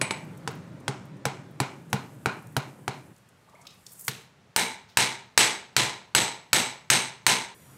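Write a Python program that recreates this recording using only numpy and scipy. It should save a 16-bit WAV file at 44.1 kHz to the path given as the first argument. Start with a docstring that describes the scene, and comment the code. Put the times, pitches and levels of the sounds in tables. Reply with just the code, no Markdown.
"""A hand hammer forges a blade on a block anvil: noise cracks plus dying sines of blade, tongs, anvil and
stand. First dull blows on glowing steel over the roar of the forge, which is patchy filtered noise. Then the
scene changes: the hammer is dipped in a bucket: bubbles drip, noise bursts spit, and hard blows ring the anvil
and fill the shop with decaying echoes. In a third scene only a quiet hiss over soft background noise remains."""
import sys
import numpy as np
from scipy import signal
from scipy.io import wavfile
from scipy.ndimage import uniform_filter1d

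SR = 44100
rng = np.random.default_rng(int(sys.argv[2]) if len(sys.argv) > 2 else 0)


def put_to_file(sound):
    """Save the sound as 16-bit audio at rate SR, in the file named by the first command-line argument."""
    columns = np.atleast_2d(sound).T  # one column per channel
    safe = np.clip(columns, -1, 1)
    whole_steps = np.round(safe * 32767)
    wavfile.write(sys.argv[1], SR, whole_steps.astype(np.int16))


N = 342657
SCENE_CHANGES_S = 3.13, 7.545  # the scene changes
HARD_FROM_S = 4.3  # from here the steel is hard and the swings are full


def amp(db):
    """Decibels to amplitude factor."""
    return 10 ** (np.asarray(db) / 20)


def evened(x):
    """Scale to RMS 1."""
    return x / np.sqrt(np.mean(x ** 2) + 1e-20)


def read(points_hz, values, hz):
    """Interpolate a table along log frequency."""
    return np.interp(np.log(hz + 1), np.log(np.asarray(points_hz) + 1), values)


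def add(mix, start_s, sound):
    """Add a sound in place, cut at the end of the mix."""
    part = mix[round(start_s * SR):][:len(sound)]
    part += sound[:len(part)]


def coloured(x, points, tilt_db_per_octave=0):
    """Causal (minimum-phase) filter with the given spectrum, tilted about 2 kHz."""
    hz = np.abs(np.fft.fftfreq(2048, 1 / SR))
    tilt_db = tilt_db_per_octave * np.log2((hz + 50) / 2000)
    gain_db = np.maximum(read(*np.transpose(points), hz) + tilt_db, -80)
    # the Hilbert transform of the log gain is the minimum phase
    spectrum = np.exp(np.conj(signal.hilbert(np.log(amp(gain_db)))))
    impulse = np.fft.ifft(spectrum).real[:1024]
    return signal.oaconvolve(x, impulse)


def noise(points, patchy_db, size):
    """Steady noise of RMS 1 with drifting louder and softer patches in time and frequency."""
    frames = 4 * N // size + 5
    hz = np.fft.rfftfreq(size, 1 / SR)
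    real, imag, patches = rng.standard_normal((frames, len(hz), 3)).T
    patches = uniform_filter1d(patches, size=12, axis=0)
    patches = evened(uniform_filter1d(patches, size=8, axis=1))
    level_db = read(*np.transpose(points), hz)[:, None] + patchy_db * patches
    bins = (real + 1j * imag) * amp(level_db)
    return evened(signal.istft(bins, nperseg=size, noverlap=size - size // 4)[1][:N])


def rings(hz, db, t60_s, spread_db, t):
    """Dying sines of peak 1; each level varies at random by spread_db."""
    db = db + spread_db * rng.standard_normal(len(hz))
    out = np.zeros(len(t))
    for mode_hz, mode_db, mode_t60_s in zip(hz, db, t60_s):
        out += amp(mode_db - 60 * t / max(mode_t60_s, .01)) * np.sin(2 * np.pi * mode_hz * t)
    return out / abs(out).max()


# Shop echo in the first and second scene. Each row: frequency in Hz, relative colour in dB, t60 in s.
NEAR_ECHO = [(80.5, -26.5, 0.17), (223, 6, 0.64), (545, -1.5, 0.47), (900, 7.5, 0.42), (1360, 1, 0.4),
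             (1950, 7, 0.43), (2750, 8, 0.41), (3880, 5.5, 0.34), (7000, 0, 0.48), (10000, -6, 0.44),
             (15100, -9.5, 0.4)]
FAR_ECHO = [(79, -30, 0.68), (218, 15.5, 0.37), (520, 2, 0.5), (767, -1.5, 0.48), (953, 8, 0.56),
            (1140, 2.5, 0.43), (1360, -1.5, 0.48), (2580, 3.5, 0.44), (4200, 1.5, 0.42), (7100, 1, 0.38),
            (10600, 1, 0.3), (16000, -11, 0.3)]


def echo(x, table, build_s, first_s):
    """Shop: sparse reflections build up after first_s, then each band dies at its own speed."""
    points_hz, colour_db, t60_s = np.transpose(table)
    sparse = rng.standard_normal(SR) * (rng.random(SR) < .15)
    hz, t, bins = signal.stft(sparse, SR, nperseg=256)
    decay_db = 60 * t / read(points_hz, t60_s, hz)[:, None]
    bins = bins * amp(read(points_hz, colour_db, hz)[:, None] - decay_db)
    tail = signal.istft(bins, SR, nperseg=256)[1][:SR]
    since_first_s = np.maximum(np.arange(SR) / SR - first_s, 0)
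    tail = tail * (1 - np.exp(-since_first_s / build_s))
    return signal.fftconvolve(x, tail / np.linalg.norm(tail))[:N]


# Third-scene background spectrum. Each row: frequency in Hz, relative density in dB per Hz.
THIRD_SPECTRUM = [(18, -67), (30, -43), (119, -4), (359, -19), (384, -18), (439, -18.5), (816, -23),
                  (1220, -22.5), (6000, -36), (7800, -81), (13200, -120)]
THIRD_RMS_DB = -54


def third_scene_background():
    """Soft patchy noise, strongest in the low frequencies."""
    return amp(THIRD_RMS_DB) * noise(THIRD_SPECTRUM, 1.9, size=2048)


HISS_RMS_DB = -60


def hiss():
    """Treble hiss; a close surface returns it 38 samples later and combs it."""
    x = noise([(4000, -20), (7000, -3), (9500, -3), (13000, -5), (15600, -11), (16000, -40)], 0.97, size=256)
    return amp(HISS_RMS_DB) * evened(x + .6 * np.roll(x, 38))


# Forge from afar. Each row: frequency in Hz, relative density in dB per Hz.
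DISTANT_FORGE_SPECTRUM = [(18, -57), (30, -33), (107, -4.5), (158, -4), (185, -6), (312, -17), (384, -14),
                          (497, -15), (1170, -18), (1920, -21), (7240, -33.5), (15000, -51.5)]
DISTANT_FORGE_RMS_DB = -59.5


def distant_forge():
    """Nearly even low noise: the forge heard from afar."""
    return amp(DISTANT_FORGE_RMS_DB) * noise(DISTANT_FORGE_SPECTRUM, 0.38, size=2048)


# Forge close by. Each row: frequency in Hz, relative density in dB per Hz.
ROAR_SPECTRUM = [(18, -68), (30, -62), (135, 2.5), (217, -7), (311, -8.5), (467, -18), (539, -14.5),
                 (700, -24), (808, -22), (1690, -27), (2860, -35), (9000, -47), (11700, -82), (19800, -120)]
ROAR_START_DB, ROAR_FADE_DB_PER_S = -42, -2.5


def forge_roar(t):
    """Patchy low noise that fades steadily."""
    return amp(ROAR_START_DB + ROAR_FADE_DB_PER_S * t) * noise(ROAR_SPECTRUM, 1.5, size=2048)


# Hot scale and water fizzing. 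Each row: time in s, level in dB.
FIZZ_LEVEL = [(0.0, -66), (1.2, -81), (2.1, -65.5), (3.07, -68), (3.3, -78), (3.76, -68), (3.85, -66),
              (3.88, -58), (4.06, -51), (4.1, -65), (4.22, -65), (4.32, -86), (7.5, -80)]
# Fizz spectrum. Each row: frequency in Hz, relative density in dB per Hz.
FIZZ_SPECTRUM = [(2000, -27), (5000, -8), (8000, 6.5), (12000, 3), (15500, -2), (16200, -33)]


def fizz(t):
    """Treble noise following the level curve of fizzing scale and water."""
    return amp(np.interp(t, *np.transpose(FIZZ_LEVEL))) * noise(FIZZ_SPECTRUM, 1.5, size=256)


# Scale popping, water splashing and spitting, and a small rattle at 4.885 s.
# Each row: start in s, peak in dB, centre in Hz, t60 in s.
BURSTS = [(.373, -44, 8800, 0.032), (.511, -45, 11000, .03), (.55, -48, 12000, .037),
          (1.164, -52, 7500, .08), (1.896, -48, 7860, .1), (2.425, -49, 10000, .012),
          (2.47, -44, 7960, .015), (3.163, -49, 6000, 0.019), (3.287, -48, 7750, 0.032),
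          (3.496, -54, 6000, 0.016), (3.549, -54, 6150, .012), (3.613, -47, 5970, .05),
          (3.653, -47, 3000, .022), (3.668, -31, 3600, 0.029), (3.702, -42, 4420, .073),
          (3.8652, -31, 5100, 0.019), (3.918, -35, 10000, .041), (3.931, -36, 10500, 0.022),
          (3.991, -33, 9730, 0.077), (4.007, -31, 10500, .05), (4.042, -28, 9900, 0.058),
          (4.066, -29, 9450, 0.09), (4.885, -48, 3570, 0.15)]
RISE_SHARE = .07  # rise time constant as a share of t60
# faint pops: mid level, centre range, mid t60
FAINT_DB, FAINT_RANGE_HZ, FAINT_T60_S = -53, (5000, 13000), .03


def bursts():
    """Grainy noise bursts round a centre pitch: loud ones in place, 16 faint ones at random until HARD_FROM_S."""
    out, t = np.zeros(N), np.arange(SR // 5) / SR
    when, size, pitch = rng.random((16, 3)).T
    faint_db = FAINT_DB + 6 * (size - .5)
    faint_hz = np.interp(pitch, (0, 1), FAINT_RANGE_HZ)
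    faint = zip(when * HARD_FROM_S, faint_db, faint_hz, FAINT_T60_S * (.5 + size))
    for start_s, db, hz, t60_s in [*BURSTS, *faint]:
        grain_db = 3.5 * rng.standard_normal(len(t) // 20 + 1)  # one level per 20 samples
        grains = rng.standard_normal(len(t)) * amp(grain_db).repeat(20)[:len(t)]
        colour = [(hz / 2.6, -26), (hz / 1.35, -5), (hz, 0), (hz * 1.5, -4), (hz * 2.6, -20)]
        burst = coloured(grains, colour)[:len(t)]
        rise = 1 - np.exp(-t / max(RISE_SHARE * t60_s, .0002))
        burst = burst * amp(-60 * t / max(t60_s, .005)) * rise
        add(out, start_s, amp(db) * burst / abs(burst).max())
    return out + amp(-9) * echo(out, NEAR_ECHO, .01, .003)


# Drips. Each row: start in s, level before the rise in dB, starting bubble pitch in Hz.
DRIPS = [(3.476, -51, 820), (3.487, -49, 1090), (3.534, -47, 900), (3.543, -46, 560), (3.541, -48, 1120),
         (3.553, -46.5, 2070), (3.59, -49, 656), (3.651, -47, 1185), (3.685, -53, 1190)]
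DRIP_T60_S, DRIP_RISE_S = 0.048, 0.00077


def water():
    """Bubbles: short dying sines that rise in pitch, with their echo."""
    out, t = np.zeros(N), np.arange(SR // 10) / SR
    for start_s, db, hz in DRIPS:
        bubble = np.sin(2 * np.pi * hz * (t + 5.7 * t ** 2))
        envelope = amp(db - 60 * t / DRIP_T60_S) * (1 - np.exp(-t / DRIP_RISE_S))
        add(out, start_s, bubble * envelope)
    return out + amp(-6) * echo(out, FAR_ECHO, 0.035, 0.0068)


# Pitches of the block under the anvil, in Hz.
STAND_HZ = 85, 134, 200, 270, 407, 454, 555, 770, 834
# Same pitches. Each row: relative level in dB, t60 in s.
STAND = [(-46, .1), (0.5, 0.11), (-5, 0.11), (-4.5, 0.061), (-13.5, 0.1), (-7.5, 0.09), (-12.5, 0.03),
         (-12, 0.063), (-13.5, 0.091)]


def stand_thud(t):
    """The block under the anvil: low dying sines with a rise time constant of 6 ms."""
    return rings(STAND_HZ, *np.transpose(STAND), 4.05, t) * (1 - np.exp(-t / 0.006))


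def floor_push(t):
    """The floor gives under a full swing: one fast-dying 34 Hz sine."""
    return np.sin(2 * np.pi * 34 * t) * np.exp(-t / 0.0089)


# Pitches of tongs and blade, in Hz.
TONGS_HZ = 893, 938, 1010, 2180, 2300, 2420, 2940, 3915, 4070, 4220
# Same pitches. Each row: relative level in dB, t60 in s, dB gained across the face.
TONGS = [(-4, 0.061, 4), (0, 0.076, -7), (-4.5, 0.099, -3), (-4.5, 0.039, 1), (-1, 0.027, 11.5),
         (1.5, 0.02, 7.5), (-4, 0.017, 6), (-7, 0.082, 0), (1.5, 0.02, -3), (0.5, 0.02, -10)]


def tongs_clank(across, t):
    """Tongs and blade: dying sines balanced by the landing place across the face."""
    mode_db, t60_s, across_db = np.transpose(TONGS)
    return rings(TONGS_HZ, mode_db + across * across_db, t60_s, 2.0, t)


KNOCK_HZ, KNOCK_T60_S = 1450, .01


def blade_knock(t):
    """The blade's short bending ring: one dying sine."""
    return amp(-60 * t / KNOCK_T60_S) * np.sin(2 * np.pi * KNOCK_HZ * t)


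# Pitches of anvil and hammer head, in Hz.
ANVIL_HZ = 6352, 7760, 7858, 8355, 8420, 8915, 9445, 11400, 12400
# Same pitches. Each row: relative level in dB, t60 in s, dB gained along the face, dB gained across it.
ANVIL = [(-0.5, 0.053, 0.5, -15), (-4.5, 0.08, -7.5, -11), (-1, 0.11, -6.5, 7), (-4.5, 0.15, 1, -7.5),
         (-6.5, .08, 3, -11.5), (-6.5, 0.14, 8.5, -7.5), (-13, 0.09, 1, 12), (-10, .11, -4.5, -6),
         (-28, .05, 10, -1.5)]


def anvil_ring(along, across, t):
    """Anvil and hammer head: high dying sines balanced by the landing place."""
    mode_db, t60_s, along_db, across_db = np.transpose(ANVIL)
    return rings(ANVIL_HZ, mode_db + along * along_db + across * across_db, t60_s, 1.0, t)


# Crack on glowing and on darker, cooler steel. Each row: frequency in Hz, relative density in dB per Hz.
GLOWING_CRACK = [(60, -32.5), (300, -6.5), (930, -1.5), (1510, -8.5), (2600, -11.5), (4370, -13.5),
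                 (7000, -15.5), (9500, -18), (11000, -23.5), (13800, -32), (15700, -31), (17000, -46)]
DARK_CRACK = [(60, -42.5), (300, -12), (915, -8.5), (1400, 0.5), (2290, 0), (3200, -1.5), (4060, -1.5),
              (5200, -3.5), (8000, -4.5), (9800, -9), (11500, -8.5), (14500, -12.5), (15700, -13),
              (17000, -45)]
TILT_DB_PER_OCTAVE = -0.25, 0.2  # before, after HARD_FROM_S


def contact_crack(top_db, hard, dark, t):
    """Noise as long as the contact, and a smooth click of equal energy; dark steel cracks brighter."""
    contact = np.exp(-(t / (.0022 if hard else .0028)) ** 2) + 0.62 * np.exp(-t / 0.01)
    burst = rng.standard_normal(len(t)) * contact
    impulse = (t == 0).astype(float)
    colour = [(hz, level + top_db * (hz > 10000)) for hz, level in (DARK_CRACK if dark else GLOWING_CRACK)]
    crack = coloured(burst, colour, TILT_DB_PER_OCTAVE[hard])[:len(t)]
    click = coloured(impulse, colour, TILT_DB_PER_OCTAVE[hard])[:len(t)]
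    crack = crack / abs(crack).max()
    return crack, click * np.linalg.norm(crack) / np.linalg.norm(click)


# thud levels against the crack
HARD_THUD_DB, SQUARE_THUD_DB = -18, 0.55  # hard steel; square blow on soft steel
SQUARE_KNOCK_DB = -6.5  # knock from which a blow lands square on the blade
THUD_LOSS_DB_PER_DB = 0.76  # on soft steel, per dB of knock under SQUARE_KNOCK_DB


def blow(db, top_db, knock_db, clank_db, ring_db, along, across, hard, dark):
    """One blow: near sound (crack plus body) and what the shop receives (click plus body)."""
    t = np.arange(SR // 4) / SR
    crack, click = contact_crack(top_db, hard, dark, t)
    off_square_db = min(knock_db - SQUARE_KNOCK_DB, 0)
    thud_db = HARD_THUD_DB if hard else SQUARE_THUD_DB + THUD_LOSS_DB_PER_DB * off_square_db
    body = amp(knock_db) * blade_knock(t)
    body += amp(clank_db) * tongs_clank(across, t)
    body += amp(ring_db) * anvil_ring(along, across, t)
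    body += amp(thud_db) * stand_thud(t)
    # keeps deep bass out of knock, clank, ring and thud
    body = signal.sosfilt(signal.butter(4, 70, "high", fs=SR, output="sos"), body)
    body = body + hard * amp(thud_db - 26.0) * floor_push(t)
    return amp(db) * (crack + body), amp(db) * (click + body)


# Blows. Each row: start in s, crack peak in dB, gain above 10 kHz in dB, then against the crack knock in dB,
# clank in dB and ring in dB, then landing place along and across the face (-1 to 1).
BLOWS = [(0.0143, -11.5, -13, -19, 1, -5, 1, 1), (0.1087, -13.5, -11, -29, -1, -12.5, 0.63, 1),
         (0.4756, -18, -4, -3.5, -28, -32, 0, 0), (0.8802, -12, -4, -6, -23, -27, 0.4, 0.3),
         (1.2539, -10, 2, -7.5, -10, -22, -.5, 0), (1.6017, -10, 4, -3.5, -6.5, -25, -.5, 0.53),
         (1.9298, -9.5, 5.5, -4, -12, -30, 0, 0), (2.259, -11.5, -1, 6, -3, -38, 0, 0.5),
         (2.5664, -12, 6.5, -4.5, -10, -31, 0, 0), (2.8791, -13.5, -1, -8, -7, -39, .8, -0.12),
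         (4.0809, -11, 3.5, -19, -13, -21, -0.3, -1), (4.5624, -4, 1.5, -31, -4.5, -10.5, 0.97, 0.42),
         (4.9719, -2.5, -3.5, -22, -5.5, -12.5, 0.99, 0.3), (5.3767, 0.5, -3.5, -25, -8, -9, 0.47, 0.4),
         (5.7654, -1.5, -4.5, -18, -7.5, -20.5, -0.21, -0.079),
         (6.1498, -1.5, -4.5, -13.5, -7, -8.5, -0.78, -0.11),
         (6.531, -2, -2.5, -13, -6.5, -7.5, -0.5, 0.022), (6.9015, -0.5, -5, -21, -8, -6.5, 0.68, -0.019),
         (7.2659, -0.5, -3, -28, -7.5, -9, 0.73, -0.051)]
ECHO_DB = -12.5, -2  # send to the shop before, after HARD_FROM_S


def hammer(place):
    """Blows of one scene; the echo drifts with time between two tails."""
    near, tail_a, tail_b = np.zeros((3, N))
    for start_s, *row in BLOWS:
        if np.searchsorted(SCENE_CHANGES_S, start_s) == place:
            hard = int(start_s > HARD_FROM_S)
            sound, sent = blow(*row, hard, dark=place > 0)
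            sent = sent * amp(ECHO_DB[hard])
            add(near, start_s, sound)
            add(tail_a, start_s, sent * np.cos(1.3 * start_s))
            add(tail_b, start_s, sent * np.sin(1.3 * start_s))
    room = (FAR_ECHO, 0.012, 0.007) if place else (NEAR_ECHO, 0.011, 0.0022)
    return near + echo(tail_a, *room) + echo(tail_b, *room)


def scene():
    """Three scenes in turn, each with its own background, joined by 5.4 ms crossfades."""
    t = np.arange(N) / SR
    at_second, at_third = [np.clip((t - move_s) / 0.0054 + .5, 0, 1) for move_s in SCENE_CHANGES_S]
    fizz_and_bursts = fizz(t) + bursts()
    first = forge_roar(t) + fizz_and_bursts + hammer(0)
    second = distant_forge() + fizz_and_bursts + water() + hammer(1)
    third = third_scene_background() + hiss()
    mix = first * (1 - at_second) + second * (at_second - at_third) + third * at_third
    return mix[None]


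EDGE_HZ = 16900


def record(dry):
    """Microphone: deep bass drops, loud peaks round off, the top sags above 15.5 kHz, then the band limit."""
    x = signal.sosfilt(signal.butter(1, 25, "high", fs=SR, output="sos"), dry)
    x = .95 * np.tanh(x / .95)
    top = signal.firwin2(255, [0, 15500, 16000, SR / 2], [1, 1, .15, .15], fs=SR)
    edge = signal.firwin(511, EDGE_HZ, window=("kaiser", 11), fs=SR)
    return signal.oaconvolve(x, np.convolve(top, edge)[None], "same")


dry = scene()
out = record(dry)
put_to_file(out)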